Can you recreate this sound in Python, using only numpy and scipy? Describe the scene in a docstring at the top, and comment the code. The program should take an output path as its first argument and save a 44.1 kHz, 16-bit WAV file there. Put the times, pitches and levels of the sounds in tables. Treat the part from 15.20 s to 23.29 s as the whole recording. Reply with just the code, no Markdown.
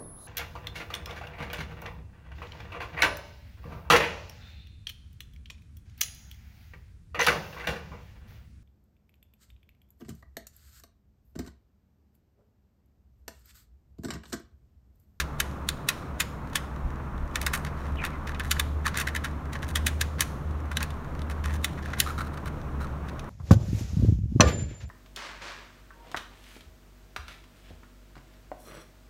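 """Toy truck on tiles

A plastic toy truck is pushed back and forth on a tiled floor, close to the microphone.
Parts snap and rattle as rough forces ringing the modes of a hollow shell; the tread murmurs as shaped noise.
The rubber squeaks in falling chirps and scuffs by stick-slip pulses as the truck is turned.
Echoes and a diffuse tail answer, over a steady noise wash, a low wavering drone and an early deep rumble."""
import sys
import numpy as np
from scipy import signal
from scipy.fft import rfft, irfft
from scipy.io import wavfile
from scipy.ndimage import uniform_filter1d

SR = 44100
rng = np.random.default_rng(int(sys.argv[2]) if len(sys.argv) > 2 else 0)


def pcm_store(signal):
    """Save signal as 16-bit PCM."""
    levels = np.round(np.clip(np.atleast_2d(signal), -1, 1) * 32767)
    wavfile.write(sys.argv[1], SR, levels.astype(np.int16).T)


N = 356901
TIME = np.arange(N) / SR


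def amp(db):
    """Decibels to gain."""
    return 10 ** (np.asarray(db) / 20)


def evened(x):
    """Scales to rms 1."""
    return x / np.sqrt(np.mean(x ** 2) + 1e-20)


def read(points, hz):
    """Reads a spectrum on a log-frequency axis."""
    f, value = np.transpose(points)
    return np.interp(np.log(hz + 1), np.log(f), value)


def curve(rows, at=TIME):
    """Reads a two-column control curve by straight lines."""
    x, y = np.transpose(rows)
    return np.interp(at, x, y)


def add(mix, s, sound):
    """Mixes a sound in at time s, trimmed to fit."""
    at = round(s * SR)
    sound = sound[max(-at, 0):]
    part = mix[max(at, 0):][:len(sound)]
    part += sound[:len(part)]


def cut(x, start_s, end_s):
    """The stretch of x between two times."""
    return x[round(start_s * SR):round(end_s * SR)]


def band(x, lo_hz, hi_hz, order=3):
    """Band-pass."""
    return signal.sosfilt(signal.butter(order, [lo_hz, hi_hz], "band", fs=SR, output="sos"), x)


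def noise(colour):
    """Noise of a given spectrum, rms 1."""
    gain = amp(read(colour, np.fft.rfftfreq(N, 1 / SR)))
    return evened(irfft(rfft(rng.standard_normal(N)) * gain, N))


def wander(rate_hz):
    """Slow chance, rms 1."""
    hz = np.fft.rfftfreq(N, 1 / SR)
    return evened(irfft(rfft(rng.standard_normal(N)) * np.exp(-(hz / rate_hz) ** 2), N))


def ring(modes, size=1200):
    """Impulse response of each damped mode, one row a mode; no mode is narrower than 150 Hz."""
    hz, width_hz, db = np.transpose(modes)[:, :, None]
    width_hz = np.maximum(width_hz, 150)
    t = np.arange(size) / SR
    return amp(db) * width_hz * np.exp(-np.pi * width_hz * t) * np.cos(2 * np.pi * hz * t)


def catches(size, spread_db):
    """Tiny catches of two surfaces: mostly small, a few large."""
    return rng.standard_normal(size) * amp(spread_db * np.clip(rng.standard_normal(size), -2, 2))


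def hum(hz, db, waver_db, drift_hz):
    """A low tone whose pitch drifts and whose level wavers."""
    phase = 2 * np.pi * np.cumsum(hz + drift_hz * wander(4.04)) / SR
    return amp(db + waver_db * wander(17.0)) * np.sqrt(2) * np.sin(phase)


def background(swell_db=.5, throb_db=-45):
    """A steady wash with faint hums, a low drone, and a throbbing narrow band of rumble."""
    # Spectrum of the wash. Each row: frequency in Hz, relative density in dB per Hz.
    wash_colour = [(15, -15), (26, 6), (36, -14.5), (55, -0.5), (100, 0), (150, 1), (250, -3.5), (400, -10),
                   (650, -12.5), (1000, -21), (2000, -28.5), (4000, -37), (8000, -44), (16000, -48.5)]
    # Level of the wash, its hums included. Each row: time in seconds, level in dB.
    wash_level = [(0.0, -39), (1.5, -40), (2.3, -39), (5.5, -39), (6.5, -38.3), (8.09, -38.5)]
    # Faint hums around the drone. Each row: frequency in Hz, level over the wash in dB.
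    hum_rows = [(25, -13), (130, -12.5), (147.5, -8.5)]
    # Pitch of the drone before drift. Each row: time in seconds, frequency in Hz.
    drone_pitch = [(0.0, 67.5), (0.6, 71), (1.5, 65.5), (1.75, 71.5), (3.1, 71.5), (3.4, 74.5), (4.2, 74),
                   (4.6, 76), (5.5, 76), (6.0, 75), (7.15, 76), (7.45, 70.5), (8.09, 71.5)]
    # Level of the drone before waver. Each row: time in seconds, level in dB.
    drone_level = [(0.0, -35.5), (0.5, -36.5), (0.6, -56), (1.0, -41.5), (1.8, -39.5), (2.6, -37),
                   (2.75, -30), (2.85, -39.5), (3.55, -29.5), (3.7, -36.5), (4.05, -36), (4.41, -38.5),
                   (4.6, -27.5), (5.1, -39), (5.18, -50), (5.27, -30.5), (5.74, -37), (5.86, -49),
                   (5.99, -35.5), (6.37, -28.5), (6.52, -42), (6.85, -35.5), (7.37, -40.5), (7.65, -32.5),
                   (8.09, -48)]
    hums = sum(hum(hz, db, waver_db=2.5, drift_hz=2.5) for hz, db in hum_rows)
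    wash_gain = amp(curve(wash_level) + swell_db * wander(7.4))
    wash = wash_gain * (noise(wash_colour) + hums)
    drone = hum(curve(drone_pitch), curve(drone_level), waver_db=1.5, drift_hz=.3)
    throb = amp(throb_db) * evened(band(rng.standard_normal(N), lo_hz=57.7, hi_hz=72, order=2))
    return wash + drone + throb


def rolling(tread_db=-1, flutter_db=1.46):
    """The tread murmurs over the tiles, and a deep rumble of handling or air swells early on."""
    # Tread on the tiles. Each row: time in seconds, level in dB before tread_db is added.
    tread_level = [(0.0, -45), (2.12, -44), (2.34, -41), (2.66, -43.5), (3.0, -42.5), (3.45, -46.5),
                   (4.48, -44.5), (4.71, -48), (5.7, -44.5), (6.9, -46.5), (8.09, -45)]
    # Spectrum of the tread. Each row: frequency in Hz, relative density in dB per Hz.
    tread_colour = [(300, -11), (750, -7), (1050, 0.5), (1350, -3), (1800, -12), (2600, -22.5), (5000, -66),
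                    (15000, -50)]
    # Deep rumble. Each row: time in seconds, level in dB.
    rumble_level = [(1.5, -62), (1.65, -32.5), (1.85, -45), (2.05, -31.5), (2.32, -49), (3.3, -40),
                    (3.6, -56)]
    rumble_colour = [(15, -24), (28, -14), (48, -18), (62, -16.5), (100, -36), (400, -53), (2000, -100)]
    tread_gain = amp(tread_db + curve(tread_level) + flutter_db * wander(36))
    tread = tread_gain * noise(tread_colour)
    rumble = amp(curve(rumble_level)) * noise(rumble_colour)
    return tread + rumble


def shell(force, seconds, level_db, low_db, top_db, vary_db=3, direct=0.05):
    """A force rings the hollow shell, with a chance mix of modes and a given weight of body and edge."""
    # Resonances of the plastic. Each row: frequency in Hz, width in Hz before ring's floor, level in dB.
    shell_modes = [(1170, 180, 11), (1450, 130, 10.5), (1667, 230, 13.5), (1860, 360, 4), (2530, 220, 6),
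                   (3010, 110, 3), (3520, 390, 4.5), (3840, 170, 2), (4535, 280, 4), (5130, 280, -9),
                   (5630, 380, -9), (6200, 330, -3), (6990, 420, 1.5), (7770, 920, -3), (8940, 1200, 2),
                   (10250, 830, 8.5), (11200, 310, -16), (12550, 220, -19), (16000, 310, -13)]
    # A blow with little body leaves the lowest modes at rest. Each row: low body in dB, lowest Hz.
    lowest = [(-15, 1570), (-7, 1200), (10, 730)]
    # Upper limits of the low body, the middle and the bright edge, in Hz.
    upper_hz = [2200, 6000, 17000]
    modes = ring(shell_modes)
    mix = amp(vary_db * rng.uniform(-1, 1, (len(modes), 1)))
    response = (mix * modes).sum(0)
    response[0] += direct * SR / np.pi
    sound = signal.fftconvolve(force, response)
    edges_hz = [curve(lowest, low_db), *upper_hz]
    out = 0
    for lo_hz, hi_hz, db in zip(edges_hz, edges_hz[1:], (low_db, 0, top_db)):
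        part = band(sound, lo_hz, hi_hz, order=4)
        out = out + amp(db) * part / np.linalg.norm(part)
    return amp(level_db) * np.sqrt(seconds * SR) * out


def snap(t, db, low_db, top_db, fade_s, hz, rise=0.51, grip=0.79, drag_db=-20, drag_s=0.0094,
         chatter_db=-24, chatter_s=0.017, emphasis_width_hz=300, emphasis_db=1,
         hard_s=0.0013, soft_db=-5, soft_hz=5500):
    """A part drags, slips over its catch in a few milliseconds and chatters to rest, one frequency emphasised."""
    before = np.exp(-(t / (rise * fade_s)) ** 2) + amp(drag_db) * np.exp(-abs(t) / drag_s)
    after = np.exp(-abs(t) / (grip * fade_s)) + amp(chatter_db) * np.exp(-abs(t) / chatter_s)
    force = np.where(t < 0, before, after) * catches(len(t), spread_db=9)
    # treble loss: half of soft_db at the slip itself, 1.5 times soft_db away from it
    hardness = amp(soft_db * (1.5 - np.exp(-(t / hard_s) ** 2)))
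    soft = signal.filtfilt(*signal.butter(2, soft_hz, fs=SR), force)
    force = soft + hardness * (force - soft)
    emphasis = ring([(hz, emphasis_width_hz, emphasis_db)])[0] * 2 * np.pi / SR
    force = force + signal.fftconvolve(force, emphasis)[:len(t)]
    return shell(force, 1 / 100, db, low_db, top_db)


def clicks(rebound_s=.013, rebound_fade_s=0.0077, rebound_low_db=1, rebound_edge_db=-2):
    """Each click is a snap of force on the shell, struck again a moment later by the rebound."""
    # Snaps of plastic parts, and a few faint ticks of a scuffing wheel. Each row: time in seconds,
    # level of the middle band over 10 ms in dB, low body and bright edge in dB over the middle,
    # fade scale in seconds, frequency emphasised in the click, in Hz, rebound in dB over the click.
    click_rows = [(0.003, -28, 0, -4.5, 0.012, 1560, -25), (0.203, -25, -3, -1.5, .005, 1480, -32),
                  (0.4894, -26, -7, -2, 0.0038, 3980, -22), (0.6893, -22.5, -6, -2, 0.0049, 3960, -16.5),
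                  (1.005, -25, -3, -1, 0.0077, 6940, -15), (1.3588, -26, -5, -1.5, 0.0065, 3220, -15),
                  (2.1578, -29.5, -1, -4.5, 0.0033, 1760, -18), (2.216, -37, -6, 0.5, 0.0027, 1130, -7),
                  (2.2664, -28.5, 1, -1.5, .0045, 1800, -15), (2.338, -34.5, 7, 1, .005, 1450, -2.5),
                  (2.4497, -43, 2.5, -5, 0.0018, 1120, -18), (2.4694, -44, 2, -11, 0.011, 1590, -20),
                  (2.84, -40.5, 11, -9, .004, 2540, -25), (2.8511, -35, 0, -3, .005, 2490, -7),
                  (3.0735, -42, -4, -11, 0.0054, 1820, -18), (3.148, -44.5, -1, -19, 0.0052, 2490, -10),
                  (3.198, -38.5, 2, -3.5, 0.0033, 1630, -25), (3.2059, -40.5, 7.5, -19, .005, 1590, -15),
                  (3.3138, -23, -5.5, -1, 0.0059, 7150, -20), (3.3686, -50, 14, -13, 0.007, 1600, -25),
                  (3.398, -25.5, -2, -2.5, 0.0049, 3730, -27), (3.661, -37.5, 8, -11, 0.0038, 1750, -24),
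                  (3.6673, -34, 7.5, -3, 0.0017, 1160, -1), (3.774, -32.5, -5, 0.5, 0.0044, 1770, -3.5),
                  (3.801, -35.5, -15, 2, 0.006, 2620, -1), (3.8735, -36, 7.5, -6, 0.0052, 1810, -2.5),
                  (3.9508, -39.5, 6.5, -3, 0.0045, 2010, 6), (4.0473, -35, 5, -5.5, 0.013, 1520, -21),
                  (4.3325, -41.5, -11, -6, 0.0059, 1770, -20), (4.355, -46, 10.5, -14, 0.0059, 1730, -20),
                  (4.43, -43, 1, -13, .005, 1590, -20), (4.5577, -26.5, -4, -2.5, 0.0064, 3320, -9.5),
                  (4.668, -25.5, -4, 0.5, 0.0061, 3340, -11), (4.8132, -26, -3.5, -2, 0.0055, 1700, -33),
                  (5.0083, -25, -5.5, 3, .0036, 6270, -9), (5.5178, -46.5, 12, -4, 0.0062, 1090, -7),
                  (5.5714, -27.5, -4.5, -4.5, 0.0026, 3960, -25),
                  (5.6068, -39.5, 1, -12, 0.0028, 1450, -18), (5.6288, -33.5, -13, -1.5, .0045, 2520, -21),
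                  (5.7065, -47.5, 0, -8, 0.005, 1160, -22), (6.0187, -47, -17, -8, .0025, 1140, -25),
                  (6.0999, -49, 8.5, -1.5, .003, 1340, 2.5), (6.2583, -42, 5.5, -2.5, 0.0022, 1260, -17),
                  (6.446, -26.5, -5, -2.5, 0.0042, 3820, -36), (6.6595, -52.5, 12.5, -2, 0.0035, 1340, -12),
                  (6.7357, -41.5, 8, -15, 0.0059, 2130, -12), (6.8025, -21, -9.5, 2, 0.0025, 4020, -34),
                  (7.1756, -49.5, 5, -7, .0045, 1340, -25), (7.2587, -51, 4, -2, .0025, 1300, -3),
                  (7.279, -52, 5, -1, .0025, 1300, -25), (7.9957, -45, -16, -9, .0036, 1300, -25)]
    out = np.zeros(N)
    t = np.arange(-.02, .05, 1 / SR)
    for s, db, low_db, top_db, fade_s, hz, rebound_db in click_rows:
        first = snap(t, db, low_db, top_db, fade_s, hz)
        add(out, s + t[0], first)
        second = snap(t, db + rebound_db, rebound_low_db, top_db + rebound_edge_db, rebound_fade_s, hz)
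        add(out, s + t[0] + rebound_s, second)
    return out


def after_ring(x):
    """A few stiff, lightly damped parts keep ringing faintly after each click."""
    # Modes of these parts. Each row: frequency in Hz, t60 in seconds, gain at resonance in dB.
    stiff_modes = [(2990, .3, -7), (4520, .25, -7), (5090, 0.4, 0)]
    t = np.arange(SR // 2) / SR
    tail = 0
    for hz, t60_s, db in stiff_modes:
        rate = np.log(1000) / t60_s
        tail = tail + amp(db) * 2 * rate / SR * np.exp(-rate * t) * np.sin(2 * np.pi * hz * t)
    return signal.fftconvolve(x, tail)[:N]


def ticks(per_s=7, level_db=-71, spread_db=1.0, fade_s=0.0023, low_db=4, top_db=-8):
    """Faint stray ticks of the axles and trim: fading noise bursts at random moments ring the shell."""
    blows = (rng.random(N) < per_s / SR) * amp(spread_db * np.clip(rng.standard_normal(N), -2, 2))
    fading = signal.lfilter([1], [1, -np.exp(-1 / (fade_s * SR))], blows)
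    force = fading * rng.standard_normal(N)
    return shell(force, N / SR, level_db, low_db, top_db)[:N]


def rattles():
    """Loose parts rattle, and a few faint single clicks sound as short bursts; uneven noise rings the shell."""
    # Rattles and short bursts. Each row: start in seconds, end in seconds, level of the middle band in dB,
    # low body and bright edge in dB over the middle.
    rattle_rows = [(1.33, 1.337, -49, 2, -7), (1.352, 1.363, -40, 8, -4), (2.33, 2.364, -42.5, -7, 3),
                   (2.371, 2.401, -55, 2, 5), (2.557, 2.71, -61, 5.5, -9), (2.803, 2.89, -55, 10, -14),
                   (2.882, 3.01, -71, 7, -22), (3.07, 3.128, -52, 8.5, -8), (3.23, 3.295, -55, 8, -1),
                   (3.642, 3.687, -46.5, 11.5, -4), (3.735, 3.833, -42.5, 6, -15),
                   (4.32, 4.372, -55, 5, -9), (4.42, 4.451, -50, 6, -6), (4.477, 4.521, -50.5, 0, 0),
                   (4.98, 5.022, -46.5, 4.5, -15), (5.60, 5.643, -49, 10.5, -9),
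                   (6.238, 6.258, -46.5, 5, -8), (6.272, 6.328, -54, 8, -7), (6.321, 6.372, -52, 4, -1),
                   (6.572, 6.596, -57.5, 13, -12), (6.615, 6.727, -55.5, 4, -12),
                   (6.763, 6.838, -54.5, 10.5, -15), (7.867, 7.91, -54, 0, -11)]
    out = np.zeros(N)
    force = catches(N, spread_db=9.0) * amp(4.7 * wander(170))
    for start, end, db, low_db, top_db in rattle_rows:
        part = cut(force, start, end)
        shaped = part * signal.windows.tukey(len(part), .3)
        add(out, start, shell(shaped, len(part) / SR, db, low_db, top_db))
    return out


def squeaks(jitter=0.053, flutter_db=4, sag_hz_per_s=3900):
    """A squeal of rubber in short, rough chirps, the pitch falling as the rubber lets go."""
    # Chirps of a tyre. Each row: start in seconds, length in seconds, starting pitch in Hz, level in dB.
    squeak_rows = [(2.768, 0.026, 3000, -47), (2.782, 0.055, 2500, -40), (2.819, .012, 1850, -42),
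                   (2.908, .06, 2270, -51)]
    out = np.zeros(N)
    waver, flutter = 1 + jitter * wander(900), amp(flutter_db * wander(400))
    for start, length, hz, db in squeak_rows:
        now = (TIME >= start) & (TIME < start + length)
        pitch_hz = (hz - sag_hz_per_s * (TIME[now] - start)) * waver[now]
        chirp = evened(np.sin(2 * np.pi * np.cumsum(pitch_hz) / SR) * flutter[now])
        add(out, start, amp(db) * chirp * signal.windows.tukey(len(chirp), .4))
    return out


def scuffs(slips_hz=380, unevenness=0.32, grit=0.071, rough_db=3.0, judder_hz=105, judder_db=3):
    """Rubber sticks and slips on the glaze while the wheel judders; every slip rings the wheel."""
    # Tyres dragged sideways. Each row: start in seconds, end in seconds, level in dB before the band-pass.
    scuff_rows = [(6.858, 6.929, -35), (6.977, 7.022, -32.5), (7.005, 7.083, -45.5), (7.132, 7.15, -46),
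                  (7.257, 7.288, -42), (7.597, 7.661, -43.5)]
    # Resonances of a scuffing tyre. Each row: frequency in Hz, width in Hz, level in dB.
    tyre_modes = [(1089, 160, -7), (1285, 200, 28.5), (2400, 470, -34), (3860, 250, 9.5), (5990, 800, -19),
                  (8650, 1600, -9), (13000, 1800, -31)]
    turns = np.cumsum(slips_hz * np.exp(unevenness * wander(300))) / SR
    slips = np.diff(np.floor(turns), prepend=0) + grit * rng.standard_normal(N)
    judder = np.cos(2 * np.pi * np.cumsum(judder_hz * np.exp(.2 * wander(37.6))) / SR)
    force = slips * amp(rough_db * wander(121) + judder_db * judder)
    modes = ring(tyre_modes)
    wheel = modes[::2].sum(0) - modes[1::2].sum(0)  # neighbouring modes push the air in opposite senses
    sound = signal.fftconvolve(force, wheel)[:N]
    out = np.zeros(N)
    for start, end, db in scuff_rows:
        part = cut(sound, start, end)
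        add(out, start, amp(db) * evened(part) * signal.windows.tukey(len(part), .25))
    return band(out, 570, 15000, order=2)


def reflections(x, early_db=-15, early_s=0.0039, per_s=1500):
    """Quick echoes from the floor and things nearby: sparse random taps that die away."""
    t = np.arange(SR // 10) / SR
    taps = rng.standard_normal(len(t)) * (rng.random(len(t)) < per_s / SR)
    taps = taps * np.exp(-t / early_s) * (t > .004)
    return amp(early_db) * signal.fftconvolve(x, taps / np.linalg.norm(taps))[:N]


def room(x, build_s=0.0014, size=512):
    """A diffuse tail: the power in each band spreads out in time and dies, the lower bands first."""
    # Reverberation. Each row: frequency in Hz, t60 in seconds, level of the tail in dB.
    walls = np.array([(940, 0.28, -10.5), (2470, 0.36, -14.5), (3700, 0.53, -18.5), (5030, 0.59, -17.5),
                      (8900, .5, -21), (15000, 0.63, -23)])
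    hz, t, z = signal.stft(x, SR, nperseg=size)
    power = uniform_filter1d(abs(z) ** 2, size=9, axis=0)  # heard from all sides, the resonances even out
    t = t[t < 1]
    t60_s = read(walls[:, :2], hz)[:, None]
    tail_db = read(walls[:, ::2], hz)[:, None]
    decay = amp(-60 * t / t60_s) ** 2 * (1 - np.exp(-t / build_s)) ** 2
    decay = decay / decay.sum(1, keepdims=True)
    power = signal.fftconvolve(power, decay, axes=1)[:, :z.shape[1]]
    hiss = signal.stft(rng.standard_normal(N), SR, nperseg=size)[2]
    tail = hiss / hiss.std() * np.sqrt(abs(power)) * amp(tail_db)
    return signal.istft(tail, SR, nperseg=size)[1][:N]


def scene():
    """The truck in its room, over the rolling and the background."""
    snaps = clicks()
    truck = snaps + after_ring(snaps) + rattles() + ticks() + scuffs() + squeaks()
    return (truck + reflections(truck) + room(truck) + rolling() + background())[None]


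def record(dry, edge_hz=15800):
    """The colour of the microphone port, then the band limit."""
    # Dips of the port. Each row: frequency in Hz, width in Hz, gain in dB.
    port_dips = [(4820, 450, -5), (7740, 420, -3), (10480, 480, -9)]
    hz = np.fft.rfftfreq(N, 1 / SR)
    port_db = sum(db * np.exp(-((hz - centre) / width) ** 2) for centre, width, db in port_dips)
    heard = irfft(rfft(dry) * amp(port_db), N)
    low_pass = signal.firwin(255, edge_hz, window=("kaiser", 8), fs=SR)
    return signal.oaconvolve(heard, low_pass[None], "same")


dry = scene()
out = record(dry)
pcm_store(out)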